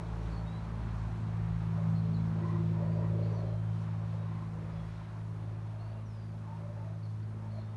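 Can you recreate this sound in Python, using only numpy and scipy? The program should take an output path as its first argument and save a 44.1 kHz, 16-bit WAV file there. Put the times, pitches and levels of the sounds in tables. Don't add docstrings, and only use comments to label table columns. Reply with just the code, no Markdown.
import sys
import numpy as np
from scipy import signal
from scipy.fft import rfft, irfft, next_fast_len
from scipy.io import wavfile
from scipy.ndimage import uniform_filter1d

SR = 44100
rng = np.random.default_rng(int(sys.argv[2]) if len(sys.argv) > 2 else 0)


def master_out(mix):
    frames = np.transpose(np.atleast_2d(mix))
    ceiling = np.clip(frames, -1, 1)
    pcm = np.round(ceiling * 32767).astype(np.int16)
    wavfile.write(sys.argv[1], SR, pcm)


def gain_from_db(level_db):
    decades = np.asarray(level_db, float) / 20
    return 10 ** decades


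N = 342216

# time_s, level_db
CLEARNESS = [(0, -51), (1.1, -54), (1.55, -55), (1.9, -52), (2.85, -47.5), (3.3, -49.5), (3.95, -53),
             (4.6, -51.5), (4.97, -58), (5.5, -54), (5.85, -58), (6.2, -54.5), (7.0, -57), (7.76, -54.5)]


def rms_one(x):
    return x / np.sqrt(np.mean(x ** 2) + 1e-20)


def in_time(rows):
    times_s, *columns = np.transpose(rows)
    return [np.interp(np.arange(N) / SR, times_s, column) for column in columns]


def drift(rate_hz):
    r = np.exp(-80 * np.pi * rate_hz / SR)
    noise = rng.standard_normal(N // 40 + 2002)
    slow = signal.lfilter([1], [1, -2 * r, r * r], noise)[2000:]
    return np.interp(np.arange(N) / 40, np.arange(len(slow)), rms_one(slow))


def tone(pitch_hz, start_turns=None):
    start = rng.random() if start_turns is None else start_turns
    turns = np.cumsum(pitch_hz) / SR + start
    return np.sqrt(2) * np.sin(2 * np.pi * turns)


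def coloured(spectrum, patchy_db):
    size = next_fast_len(N)
    hz = np.maximum(np.fft.rfftfreq(size, 1 / SR), 1)
    points_hz, points_db = np.transpose(spectrum)
    curve_db = np.interp(np.log(hz), np.log(points_hz), points_db, -120, -120)
    shaped = rfft(rng.standard_normal(size)) * gain_from_db(curve_db)
    octave = np.log2(hz / points_hz[0])
    out, together = 0, drift(2.0)
    for k in range(int(np.log2(points_hz[-1] / points_hz[0])) + 2):
        band = irfft(shaped * np.clip(1 - abs(octave - k), 0, 1), size)[:N]
        flicker_db = patchy_db * (.5 * together + drift(3.9))
        out = out + band * gain_from_db(flicker_db)
    return rms_one(out)


def note(length_s, from_hz, to_hz, width_hz, core, edge):
    u = np.linspace(0, 1, int(length_s * SR))
    r = np.exp(-np.pi * abs(width_hz) / SR)
    white = rng.standard_normal((2, len(u) + 6000))
    blur = signal.lfilter([1], [1, -2 * r, r * r], white[0] + 1j * white[1])[-len(u):]
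    blur = core + blur / np.sqrt(np.mean(abs(blur) ** 2))
    glide = np.exp(2j * np.pi * np.cumsum(from_hz + (to_hz - from_hz) * u) / SR)
    soft_ends = np.minimum(edge * np.sin(np.pi * u), 1)
    return rms_one((blur * glide).real) * soft_ends


def add(out, start_s, piece):
    i = round(start_s * SR)
    out[i:i + len(piece)] += piece[:N - i]


def shaft():
    start_hz, sink_hz_per_s = 18.345, .058
    return start_hz - sink_hz_per_s * np.arange(N) / SR


def microphone_hiss():
    # pitch_hz, level_db (per Hz)
    mic_colour = [(2500, -10.5), (5000, 0), (7100, -3), (7600, -10), (8400, -3), (9800, -5), (10400, -9.5),
                  (11000, -6.5), (12100, -12.5)]
    return gain_from_db(-77.5) * coloured(mic_colour, patchy_db=0.95)


def far_road():
    # pitch_hz, level_db (per Hz)
    tyre_colour = [(450, -16.5), (620, -3), (1000, -1.5), (1500, -8.5), (2000, -13.5), (2500, -16),
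                   (2820, -19.5), (4300, -22.5), (4900, -28.5), (5400, -27.5), (8000, -35), (12100, -47)]
    # time_s, level_db
    road_level = [(0, -52.5), (1.2, -53), (2.9, -53.5), (3.5, -56), (4.7, -55.5), (5.2, -57.5),
                  (5.5, -58.5), (7.76, -59.5)]
    return gain_from_db(in_time(road_level)[0]) * coloured(tyre_colour, patchy_db=1.05)


def vehicle_rumble():
    # pitch_hz, level_db (per Hz)
    rumble_colour = [(20, -28.5), (34, -12), (45, -6), (70, -0.5), (130, -9.5), (200, -7), (270, -14.5)]
    nearest_s, nearest_db = 0.41, -46
    rise_db_per_s, fade_db_per_s = 13, 2
    since_s = np.arange(N) / SR - nearest_s
    level_db = nearest_db - np.maximum(fade_db_per_s * since_s, -rise_db_per_s * since_s)
    return gain_from_db(level_db) * coloured(rumble_colour, patchy_db=0.0)


def falling_whistle():
    # start_s, length_s, start_hz, settled_hz, settling_s, level_db
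    whistle = (6.045, .31, 6150, 4530, .09, -76)
    start_s, length_s, from_hz, to_hz, settling_s, level_db = whistle
    since_s = np.clip(np.arange(N) / SR - start_s, 0, length_s)
    shape = np.minimum(since_s / .015, 1) * (1 - (since_s / length_s) ** 4)
    pitch_hz = to_hz + (from_hz - to_hz) * np.exp(-since_s / settling_s)
    return gain_from_db(level_db + 1.5 * drift(40)) * shape * tone(pitch_hz)


def birds():
    # start_s, length_s, start_hz, end_hz, level_db
    chirps = [(.31, .11, 4450, 4300, -70), (1.94, .07, 4500, 4500, -75), (2.13, .05, 4400, 4050, -66),
              (2.82, .2, 4350, 4750, -77), (3.17, .17, 4680, 4580, -77), (3.33, .1, 4650, 4180, -72),
              (3.32, .08, 5950, 5880, -76), (4.7, .1, 4900, 5000, -80), (5.85, .1, 4300, 4600, -79),
              (7.025, .05, 4550, 4200, -71), (7.22, .03, 4350, 4750, -75), (7.49, .15, 4280, 4220, -72.5)]
    # start_s, length_s, start_hz, end_hz, level_db
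    clear_notes = [(.32, .09, 4490, 4370, -72), (.455, .15, 3720, 4060, -68), (1.95, .06, 4200, 4180, -70),
                   (2.02, .1, 4190, 4190, -80), (2.16, .06, 4000, 3930, -73), (2.18, .07, 3520, 3400, -77),
                   (3.225, .04, 4180, 4300, -71), (3.45, .17, 4120, 4050, -80),
                   (4.17, .15, 3780, 3880, -80), (4.74, .2, 3380, 3340, -77), (5.79, .1, 4200, 4650, -76),
                   (7.6, .16, 3540, 3720, -80)]
    # start_s, length_s, pitch_hz, level_db
    pipes = [
        (3.43, .47, 3110, -80),
        (5.78, .11, 2760, -79),
        (5.92, .1, 2760, -78),
    ]
    burr_hz, note_blur_hz, pipe_blur_hz = 300, 70, 14
    note_sag_db = 7
    out = falling_whistle()
    for start_s, length_s, from_hz, to_hz, level_db in chirps:
        add(out, start_s, gain_from_db(level_db + 1.5) * note(length_s, from_hz, to_hz, burr_hz, .5, 1.8))
    for start_s, length_s, from_hz, to_hz, level_db in clear_notes:
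        sag = gain_from_db(np.linspace(.5, -.5, int(length_s * SR)) * note_sag_db)
        call = sag * note(length_s, from_hz, to_hz, note_blur_hz, 2.5, 3.5)
        add(out, start_s, gain_from_db(level_db + 1.5) * call)
    for start_s, length_s, pitch_hz, level_db in pipes:
        add(out, start_s, gain_from_db(level_db + 1.5) * note(length_s, pitch_hz, pitch_hz, pipe_blur_hz, 3.0, 4.0))
    echoes = rng.standard_normal(6000) * gain_from_db(-60 * np.arange(6000) / SR / .3)
    echoes[:1200] = 0
    return out + gain_from_db(-34) * signal.fftconvolve(out, echoes)[:N]


def exhaust_roar():
    # pitch_hz, level_db (per Hz)
    roar_colour = [(140, -23.5), (230, -10.5), (249, -4.5), (306, -5), (340, -2.5), (439, -9.5), (493, -13),
                   (579, -4), (800, -25.5), (1040, -25.5), (1760, -120)]
    chop = 1 + 0.23 * tone(3 * shaft())
    return gain_from_db(in_time(CLEARNESS)[0] - 5.0) * chop * coloured(roar_colour, patchy_db=2.1)


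def exhaust_patches():
    # start_s, length_s, pitch_hz, width_hz, level_db
    patches = [(1.758, .11, 580, 24, -53), (2.38, .26, 1022, 110, -51), (2.3, .5, 340.5, 30, -52),
               (1.95, .6, 436, 20, -58.5), (2.85, .8, 345, 40, -56), (2.73, .36, 591, 104, -49),
               (2.75, .85, 395, 90, -55.5), (2.717, 0.24, 973, 85, -56.5), (2.962, 0.15, 986, 110, -53),
               (3.09, .24, 573, 80, -49), (3.102, .3, 440, 76, -54), (3.31, .28, 601, 100, -49.5),
               (4.105, 0.18, 560, 140, -57), (4.452, 0.41, 530, 70, -60), (4.2, .3, 1035, 160, -58.5),
               (5.65, 0.37, 647, 73, -59.5), (6.46, .15, 905, 50, -55.5), (6.567, 0.27, 575, 35, -56),
               (6.76, .1, 880, 40, -59.5), (3.328, .1, 984, 78, -58), (6.8, .2, 655, 37, -60),
               (7.358, 0.15, 900, 140, -60), (7.5, .12, 620, 110, -54.5)]
    out = np.zeros(N)
    for start_s, length_s, hz, width_hz, level_db in patches:
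        add(out, start_s, gain_from_db(level_db) * note(length_s, .98 * hz, 1.02 * hz, 1.4 * width_hz, .3, 1.5))
        octave_db = -11.5 if hz > 940 else -25.5
        octave = note(length_s, 1.9 * hz, 1.9 * hz, 1.2 * width_hz, 0.16, 1.0)
        add(out, start_s, gain_from_db(level_db + octave_db) * octave)
    turns = np.cumsum(shaft()) / SR
    return out * (1 + 0.23 * np.cos(2 * np.pi * turns + 1.9))


def propeller():
    # time_s, order_6_level_db, order_9_ground_echo_lift_db
    air_path = [(0, -42.5, -2.5), (.4, -40, -2.5), (.85, -42, -2), (1.25, -37.5, -4), (1.6, -35.5, -3.5),
                (1.92, -32.5, -2), (2.46, -36.5, 2.5), (2.78, -33.5, 0), (3.3, -33, -4.5),
                (3.45, -35.5, -5.5), (4.1, -36.5, -5), (4.62, -42, 1), (5.06, -43.5, -5), (5.27, -39.5, -5),
                (6.12, -40, -12.5), (6.55, -44, -2), (6.98, -39.5, -8.5), (7.62, -39.5, -13)]
    # time_s, first_engine_db, second_engine_db
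    engines = [(0, -50, -54), (.3, -45.5, -43), (.9, -45.5, -44), (1.5, -52, -47), (1.9, -54, -49),
               (2.4, -52.5, -61), (3.1, -49.5, -61.5), (3.7, -51, -60), (4.2, -67, -62), (4.85, -66, -53),
               (5.8, -68, -55), (6.6, -70, -63), (6.95, -66, -58), (7.76, -66, -60)]
    # middle_s, length_s, level_db
    order_12_swells = [(.8, 0.56, -52), (1.308, 0.45, -55.5), (2.2, 1.0, -47), (2.897, 0.86, -52.5),
                       (3.915, 0.48, -55.5), (4.494, 0.89, -60.5), (5.996, 0.29, -59.5),
                       (6.41, 0.88, -58.5), (7.513, 0.82, -54)]
    # order (times shaft speed), level_db (under the swell)
    weak_orders = [(2, -31), (4, -24.5), (5, -17.5), (7, -19), (8, -24.5), (10, -25.5), (11, -27.5),
                   (16, -29), (19, -25.5), (21, -28), (24, -28.5), (32, -31)]
    crest_turns, opposed_turns = .25, .5
    beat_hz, cancel_s = 1.53, .56
    time_s = np.arange(N) / SR
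    level_db, lift_db = in_time(air_path)
    first_db, second_db = in_time(engines)
    shaft_hz = shaft() * (1 + .0008 * drift(2))

    out = gain_from_db(level_db + 1.0 * drift(2.7) + .5 * drift(21)) * tone(6 * shaft_hz, crest_turns)
    order_9_db = level_db + lift_db + 1.2 * drift(3.4) + .5 * drift(17)
    out = out + gain_from_db(order_9_db) * tone(9 * shaft_hz, crest_turns)
    out = out + gain_from_db(first_db + .8 * drift(3.0)) * tone(3 * shaft_hz, crest_turns)
    second_start = crest_turns + opposed_turns - beat_hz * cancel_s
    out = out + gain_from_db(second_db + 2.1 * drift(2.1)) * tone(3 * shaft_hz + beat_hz, second_start)
    order_12 = gain_from_db(-66.5)
    for middle_s, length_s, swell_db in order_12_swells:
        order_12 = order_12 + gain_from_db(swell_db) * np.cos(np.pi * np.clip((time_s - middle_s) / length_s, -.5, .5))
    out = out + order_12 * gain_from_db(1.3 * drift(7.5)) * tone(12 * shaft_hz)

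    low = gain_from_db(0.5 * uniform_filter1d(level_db + lift_db + 29, size=SR // 2))
    high = gain_from_db(0.95 * (in_time(CLEARNESS)[0] + 48.5) - .5 * time_s)
    twinkles = [gain_from_db(3.65 * drift(1.26)) for _ in range(7)]
    orders = {k: -31 - 0.4146 * (k - 14) for k in range(14, 35)}
    for k, order_db in weak_orders:
        orders[round(k)] = order_db
    for k, order_db in orders.items():
        swell = low if k < 13 else high
        out = out + gain_from_db(order_db - 35.5) * swell * twinkles[k % 7] * tone(k * shaft_hz)
    return out


def scene():
    background = microphone_hiss() + far_road() + vehicle_rumble() + birds()
    plane = exhaust_roar() + exhaust_patches() + propeller()
    return (background + plane)[None]


def dropouts(x):
    hz, _, cells = signal.stft(x, SR, nperseg=1024)
    chance = rng.random((len(hz) // 4 + 1, cells.shape[2] // 2 + 1))
    chance = chance.repeat(4, 0).repeat(2, 1)
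    share = np.interp(hz, [2500, 5000, 9500, 10400, 10900, 11600, 11800], [0, .04, .06, .16, .04, .05, .5])
    gate = np.where(chance[:len(hz), :cells.shape[2]] < share[:, None], .08, 1)
    strength = abs(cells)
    usual = np.median(strength, axis=2, keepdims=True)
    quiet = uniform_filter1d(strength, size=3, axis=1) < 1.8 * usual
    gate = np.where(quiet, gate, 1)
    return signal.istft(cells * gate, SR, nperseg=1024)[1][:, :N]


def band_limit(x):
    return signal.sosfilt(signal.butter(12, 12000, fs=SR, output="sos"), x)


def record(dry):
    return band_limit(dropouts(dry))


dry = scene()
out = record(dry)
master_out(out)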